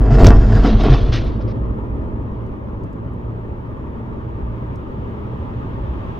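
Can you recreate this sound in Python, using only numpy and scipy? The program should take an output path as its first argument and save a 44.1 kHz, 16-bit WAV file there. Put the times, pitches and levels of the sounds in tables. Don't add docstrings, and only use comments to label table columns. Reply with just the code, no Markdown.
import sys
import numpy as np
from scipy import signal
from scipy.fft import rfft, irfft
from scipy.io import wavfile
from scipy.ndimage import uniform_filter1d

SR = 44100
rng = np.random.default_rng(int(sys.argv[2]) if len(sys.argv) > 2 else 0)


def to_wav(s):
    ch = np.atleast_2d(s).T
    pcm = np.round(np.clip(ch, -1, 1) * 32767)
    wavfile.write(sys.argv[1], SR, pcm.astype(np.int16))


N = 272979
T = np.arange(N) / SR
HZ = np.fft.rfftfreq(N, 1 / SR)

BOOM_COLOUR = [(12, -36.5), (22, -1.5), (32, -4.5), (46, 6.5), (58, -2), (70, -16), (95, -12), (110, -4),
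               (135, -16), (155, -19.5), (300, -98.5)]
SLAM_COLOUR = [(20, -21), (42, 8.5), (75, 1.5), (125, -5), (170, -18.5), (400, -20), (900, -67)]
CLATTER_COLOUR = [(100, -33), (170, -1.5), (215, 1.5), (280, -3), (450, -3), (520, -15.5), (640, -7.5),
                  (760, -13), (1250, -19.5), (1700, -25), (2400, -33), (5000, -67)]
STEEL_COLOUR = [(500, -14), (1200, 6), (1800, 5.5), (2400, -7.5), (3200, -5.5), (4000, -14), (5000, -4),
                (6100, -13.5), (7200, -14), (8300, -29), (10000, -38), (16000, -48)]
GRIT_COLOUR = [(500, -11.5), (1300, 4.5), (2200, 2), (3200, 5.5), (4000, 3), (5200, -4.5), (6300, -11.5),
               (7200, -30.5), (8500, -40), (10000, -43.5), (16000, -51.5)]
SPRAY_COLOUR = [(500, -18), (1300, 5.5), (2200, 10.5), (3200, 4.5), (4000, 4.5), (5200, 3), (6400, -12.5),
                (7300, -50), (8500, -42), (16000, -46.5)]
RUMBLE_COLOUR = [(15, -12.5), (33, -3.5), (55, -4), (74, 0), (88, -5.5), (115, 1.5), (150, -10.5),
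                 (225, -7.5), (260, -10), (390, -12.5), (520, -19), (650, -22), (760, -40.5), (1500, -82.5)]
RUMBLE_SIDE_COLOUR = [(20, -21), (52, -6), (64, -13), (88, -4), (115, 3), (142, -9), (220, -3),
                      (280, -11.5), (420, -5.5), (560, -10.5), (700, -23.5), (1200, -64.5)]
TYRE_COLOUR = [(300, -31.5), (620, -16.5), (745, -6), (900, 0.5), (1200, -4), (1500, -16), (1830, -16.5),
               (1980, -21), (3200, -26.5), (4400, -39.5), (7000, -46.5), (9000, -55.5), (15500, -45.5)]
TYRE_SIDE_COLOUR = [(300, -22), (600, -9), (740, -6.5), (820, 4.5), (930, -1), (1250, -4.5), (1480, -12),
                    (1950, -14), (3300, -32), (4300, -43.5), (7000, -51.5), (9000, -57), (15500, -50)]
HISS_COLOUR = [(1200, -14.5), (2600, 1), (3400, -0.5), (4300, -12.5), (6500, -22), (9000, -36.5)]

# start_s, hold_s, release_s, boom_db, clatter_db, scrape_db
DIGS = [(0.095, 0.19, .035, -23, -20.5, -36.5), (0.175, .1, 0.018, -17, -13, -29.5),
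        (0.25, 0.0089, 0.011, -3, -17, -23), (0.343, 0.034, 0.012, -7.5, -30.5, -57),
        (0.515, 0.028, 0.083, -7.5, -19, -36), (0.624, 0.052, 0.026, -22, -27, -35),
        (0.788, 0.14, 0.043, -30.5, -19, -36.5), (0.888, 0.044, 0.036, -8.5, -22.5, -36.5),
        (0.976, .02, .02, -33, -34, -38.5), (1.116, .03, 0.028, -34, -34, -28.5),
        (1.195, 0.078, 0.031, -30, -34.5, -47.5)]
# start_s, level_db, pitch_hz
LURCHES = [(.105, -7, 133), (.255, -8.5, 125.3), (.275, -20, 240.7), (0.329, -4, 37.1), (.51, -9, 47),
           (0.716, -6.5, 35.2), (.84, -18.5, 279), (0.886, -6, 131.6), (0.906, -9, 43.4)]
# start_s, level_db
KNOCKS = [(0.116, -17.5), (.2, -25.5), (0.244, -10.5), (0.267, -26), (.305, -8.5), (.495, -20.5),
          (0.541, -34.5), (.647, -9), (0.691, -17.5), (0.848, -15.5), (.93, -22)]
# pitch_hz, relative level_db, t60_s
PANELS = [(280.4, 3, 0.24), (380, -12, 0.037), (471, 6, 0.12), (514, 3, 0.11), (580, -12.5, 0.12),
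          (636, -4, 0.1), (688, 3, 0.04), (807, -7.5, 0.2), (940, -14.5, 0.037), (1063, -6.5, .1),
          (1154, -9.5, 0.28), (1250, -13, 0.16), (1434, -11, .11), (1710, -13, 0.1), (1853, -11, 0.081),
          (1950, -17, .1), (2616, -14.5, .08), (3140, -17.5, 0.043), (5030, -22, .06)]
# start_s, length_s, level_db
SPRAYS = [(0.193, 0.027, -40), (0.233, 0.038, -22.5), (0.62, 0.038, -51.5), (0.926, 0.022, -32.5),
          (1.113, 0.096, -37), (1.407, 0.023, -49), (1.467, 0.064, -50.5)]
# start_s, hold_s, pitch_hz, level_db
JUDDERS = [(0, 0.46, 224.3, -24.5), (0.179, 0.037, 655, -18.5), (0.645, 0.1, 222.6, -20.5),
           (0.798, 0.072, 205, -25)]
# start_s, level_db, centre_hz
CRACKS = [(.2355, -22, 2320), (.245, -20, 1800), (.2505, -21, 5570), (.254, -17, 2785), (.2605, -11, 1500),
          (.2685, -9, 4960), (.2742, -22, 2600), (.2875, -20, 5490), (.305, -17, 1500)]
# multiple of the firing rate, pulling_db, cruising_db
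ENGINE_ORDERS = [(1, -25, -40), (2, -33, -37.5), (3, -66.5, -45), (4, -38, -53)]
# start_s, level_db, pitch_hz
BUMPS = [(4.42, -18.5, 59), (4.725, -24, 107), (5.79, -19, 48), (5.875, -17, 63.7)]
# start_s, level_db, centre_hz
TICKS = [(.837, -48, 9900), (1.247, -58, 10100), (2.465, -63, 5030), (2.836, -59, 5200),
         (2.93, -63.5, 6350), (3.135, -65, 9000), (4.755, -69, 13600), (4.757, -55, 5600)]

PASS_M_PER_S, DISTANCE_M, PASS_S = 10.7, 5.8, 0.18
SLOWING_S, SLOWING_DB_PER_S = 1.144, 51
DRAG_BOOM_DB, DRAG_CLATTER_DB, DRAG_SCRAPE_DB = -9.5, -23, -39.5
DIG_ATTACK_S = 0.014
SLAM_S, SLAM_DB, SLAM_ATTACK_S, SLAM_HOLD_S, SLAM_RELEASE_S = .225, 9, 0.016, 0.0027, 0.035
SETTLE_S, SETTLE_DB = 0.38, 11
VERGE_FROM_S, VERGE_TO_S, GRIT_ROAD, GRIT_VERGE, VERGE_DB = .58, .71, 0.084, 0.92, 2
JUDDER_ATTACK_S, JUDDER_RELEASE_S = 0.029, 0.042
JUDDER_SAG = 0.0409
SPLINTER_S, SPLINTER_HOLD_S, SPLINTER_RELEASE_S, SPLINTER_DB = .19, .11, .008, -51.5
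FIRING_START_HZ, FIRING_TOP_HZ, SPEED_UP_S = 51.88, 63.4, 5.0
EASE_FROM_S, EASE_TO_S = 1.42, 3.01
RUMBLE_DB, RUMBLE_DB_PER_S, RUMBLE_TURN_DB = -29.5, 0.4329, 6
TYRES_DB, TYRES_DB_PER_S, TYRES_TURN_DB = -51, 1.5, 5.5
HISS_DB, HISS_DB_PER_S = -89.5, 5.5
EDGE_HZ = 16200


def boom():
    body = shudder(BOOM_COLOUR, size=1800) * sliding(DRAG_BOOM_DB, dig_layer=0)
    slam_swell = swell(SLAM_S, SLAM_ATTACK_S, SLAM_HOLD_S, SLAM_RELEASE_S)
    slam = amp(SLAM_DB) * shudder(SLAM_COLOUR, size=1300) * slam_swell
    return body + thuds(LURCHES, swell_s=0.025) + slam


def clatter():
    blows = grains(per_s=370, spread_db=2.0) * sliding(DRAG_CLATTER_DB, dig_layer=1)
    t = T[:SR // 4]
    for start_s, level_db in KNOCKS:
        knock = rng.standard_normal(len(t)) * np.exp(-t / 0.029)
        add(blows, start_s, amp(level_db) * knock)
    ring = np.zeros(len(t))
    for pitch_hz, level_db, t60_s in PANELS:
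        ring += amp(level_db - 60 * t / t60_s) * np.sin(2 * np.pi * (pitch_hz * t + rng.random()))
    ringing = signal.fftconvolve(blows, ring / np.linalg.norm(ring))[:N]
    rattle = blows.std() * colour(blows, CLATTER_COLOUR)
    return muffled(amp(-7.5) * ringing + amp(-2.0) * rattle, cut_hz=5200)


def scrape():
    verge = ramp(VERGE_FROM_S, VERGE_TO_S)
    unsettled = 1 - ramp(0, SETTLE_S)
    drag_db = DRAG_SCRAPE_DB + VERGE_DB * verge - SETTLE_DB * unsettled
    force = sliding(drag_db, dig_layer=2) * amp(1.5 * wander(40))
    steel = colour(patchy(grains(per_s=3200, spread_db=2.0), depth_db=3.5), STEEL_COLOUR)
    grit = colour(patchy(grains(per_s=7000, spread_db=2.0), depth_db=2.5), GRIT_COLOUR)
    grit_share = GRIT_ROAD + (GRIT_VERGE - GRIT_ROAD) * verge
    ground = np.sqrt(1 - grit_share) * steel + np.sqrt(grit_share) * grit
    return force * ground + sprays()


def sprays():
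    strength = np.zeros(N)
    for start_s, length_s, level_db in SPRAYS:
        add(strength, start_s, amp(level_db) * signal.windows.tukey(int(length_s * SR), .45))
    return strength * colour(grains(per_s=3400, spread_db=0.0), SPRAY_COLOUR)


def judder(rough):
    out = np.zeros(N)
    waver = 1 + rough * wander(64)
    for start_s, hold_s, pitch_hz, level_db in JUDDERS:
        sag = 1 - JUDDER_SAG * ramp(start_s, start_s + JUDDER_ATTACK_S + hold_s)
        cycles = np.cumsum(pitch_hz * waver * sag) / SR
        envelope = swell(start_s, JUDDER_ATTACK_S, hold_s, JUDDER_RELEASE_S)
        out += amp(level_db) * envelope * np.sin(2 * np.pi * cycles)
    return out * amp(2.7 * wander(20))


def breaking():
    return muffled(snaps(CRACKS, sharpness=2, decay_s=.0018), cut_hz=7000)


def splinters():
    bright = [(2000, -20), (5500, 0), (9000, -4), (15500, -6)]  # freq_hz, level_db
    clicks = colour(grains(per_s=400, spread_db=3), bright)
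    envelope = swell(SPLINTER_S, .005, SPLINTER_HOLD_S, SPLINTER_RELEASE_S)
    return amp(SPLINTER_DB) * envelope * clicks


def engine():
    climb = np.exp(-T / SPEED_UP_S)
    firing_hz = FIRING_TOP_HZ + (FIRING_START_HZ - FIRING_TOP_HZ) * climb
    firings = np.cumsum(firing_hz * (1 + 0.0094 * wander(17.4))) / SR
    load = pulling()
    drone = np.zeros(N)
    for order, pull_db, cruise_db in ENGINE_ORDERS:
        level_db = cruise_db + load * (pull_db - cruise_db) + 3.1 * wander(15)
        tone = np.sqrt(2) * np.sin(2 * np.pi * (order * firings + rng.random()))
        drone += amp(level_db) * tone
    return drone * amp([[-1.2], [1.2]])


def road():
    turn = pulling()
    rumble_db = RUMBLE_DB + RUMBLE_DB_PER_S * T + RUMBLE_TURN_DB * turn + 0.82 * wander(31)
    tyres_db = TYRES_DB + TYRES_DB_PER_S * T + TYRES_TURN_DB * turn + .5 * wander(25)
    rumble = cabin_pair(noise(), RUMBLE_COLOUR, RUMBLE_SIDE_COLOUR, side_db=-10.5, lead=.12)
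    roar = patchy(noise(), depth_db=1.7)
    tyres = cabin_pair(roar, TYRE_COLOUR, TYRE_SIDE_COLOUR, side_db=3.0, lead=.35)
    tyres = tyres * amp([[.3], [-.3]])
    hiss = np.array([colour(noise(), HISS_COLOUR) for _ in range(2)])
    return rumble * amp(rumble_db) + tyres * amp(tyres_db) + hiss * amp(HISS_DB + HISS_DB_PER_S * T)


def bumps():
    return thuds(BUMPS, swell_s=0.027)


def ticking():
    return snaps(TICKS, sharpness=2.5, decay_s=.004)


def sliding(drag_db, dig_layer):
    near = DISTANCE_M / np.hypot(DISTANCE_M, PASS_M_PER_S * (T - PASS_S))
    drag = near * amp(drag_db - SLOWING_DB_PER_S * np.maximum(T - SLOWING_S, 0))
    power = drag ** 2
    for start_s, hold_s, release_s, *levels_db in DIGS:
        dig = amp(levels_db[dig_layer]) * swell(start_s, DIG_ATTACK_S, hold_s, release_s)
        power = power + dig ** 2
    return np.sqrt(power)


def pulling():
    return 1 - ramp(EASE_FROM_S, EASE_TO_S)


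def shudder(points, size):
    x = colour(noise(), points)
    envelope = abs(signal.hilbert(x))
    return x / np.sqrt(uniform_filter1d(envelope ** 2, size=size) / 2)


def thuds(rows, swell_s):
    out = np.zeros(N)
    t = T[:SR // 3]
    u = t / swell_s
    envelope = u ** 2 * np.exp(2 - 2 * u)
    for start_s, level_db, pitch_hz in rows:
        swing = np.sin(2 * np.pi * (pitch_hz * t + rng.random()))
        add(out, start_s, amp(level_db) * envelope * swing)
    return out


def snaps(rows, sharpness, decay_s):
    out = np.zeros(N)
    t = T[:SR // 20]
    for start_s, level_db, centre_hz in rows:
        b, a = signal.iirpeak(centre_hz, sharpness, fs=SR)
        snap = unit(signal.lfilter(b, a, rng.standard_normal(len(t))))
        add(out, start_s, amp(level_db) * snap * np.exp(-t / decay_s))
    return out


def cabin_pair(drive, common, differing, side_db, lead):
    quarter_cycle = signal.hilbert(drive).imag
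    apart = np.sqrt(1 - lead ** 2) * noise() - lead * quarter_cycle
    mid = colour(drive, common)
    side = amp(side_db) * colour(apart, differing)
    return np.array([mid + side, mid - side])


def muffled(x, cut_hz):
    return signal.sosfilt(signal.butter(N=6, Wn=cut_hz, fs=SR, output="sos"), x)


def patchy(x, depth_db):
    z = signal.stft(x, nperseg=1024, noverlap=768)[2]
    field = uniform_filter1d(rng.standard_normal(z.shape), size=4, axis=0)
    field = uniform_filter1d(field, size=9, axis=1)
    shifted = signal.istft(z * amp(depth_db * unit(field)), nperseg=1024, noverlap=768)[1]
    return unit(shifted[:N])


def grains(per_s, spread_db):
    size = amp(spread_db * np.minimum(rng.exponential(1, N), 4))
    struck = rng.random(N) < per_s / SR
    return unit(size * rng.choice([-1, 1], N) * struck)


def colour(x, points):
    hz, db = np.transpose(points)
    curve_db = np.interp(np.log(HZ + 1), np.log(hz), db)
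    return unit(irfft(rfft(x) * amp(curve_db), N))


def wander(rate):
    return unit(irfft(rfft(noise()) / (1 + (HZ / rate) ** 4), N))


def noise():
    return rng.standard_normal(N)


def swell(start_s, attack_s, hold_s, release_s):
    past_hold_s = np.maximum(T - start_s - attack_s - hold_s, 0)
    return ramp(start_s, start_s + attack_s) * np.exp(-past_hold_s / release_s)


def ramp(from_s, to_s):
    return np.clip((T - from_s) / (to_s - from_s), 0, 1)


def add(mix, start_s, sound):
    part = mix[round(start_s * SR):][:len(sound)]
    part += sound[:len(part)]


def amp(db):
    return 10 ** (np.asarray(db) / 20)


def unit(x):
    return x / np.sqrt(np.mean(x ** 2) + 1e-20)


def scene():
    truck = boom() + clatter() + scrape() + judder(rough=.032) + breaking() + splinters()
    car = engine() + road() + bumps() + ticking()
    return truck + car


def record(dry):
    knee = .72
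    clean = np.clip(dry, -knee, knee)
    over = (dry - clean) / (1 - knee)
    rounded = clean + (1 - knee) * over / np.sqrt(1 + over ** 2)
    return signal.sosfilt(signal.ellip(10, .1, 80, EDGE_HZ, fs=SR, output="sos"), rounded)


dry = scene()
out = record(dry)
to_wav(out)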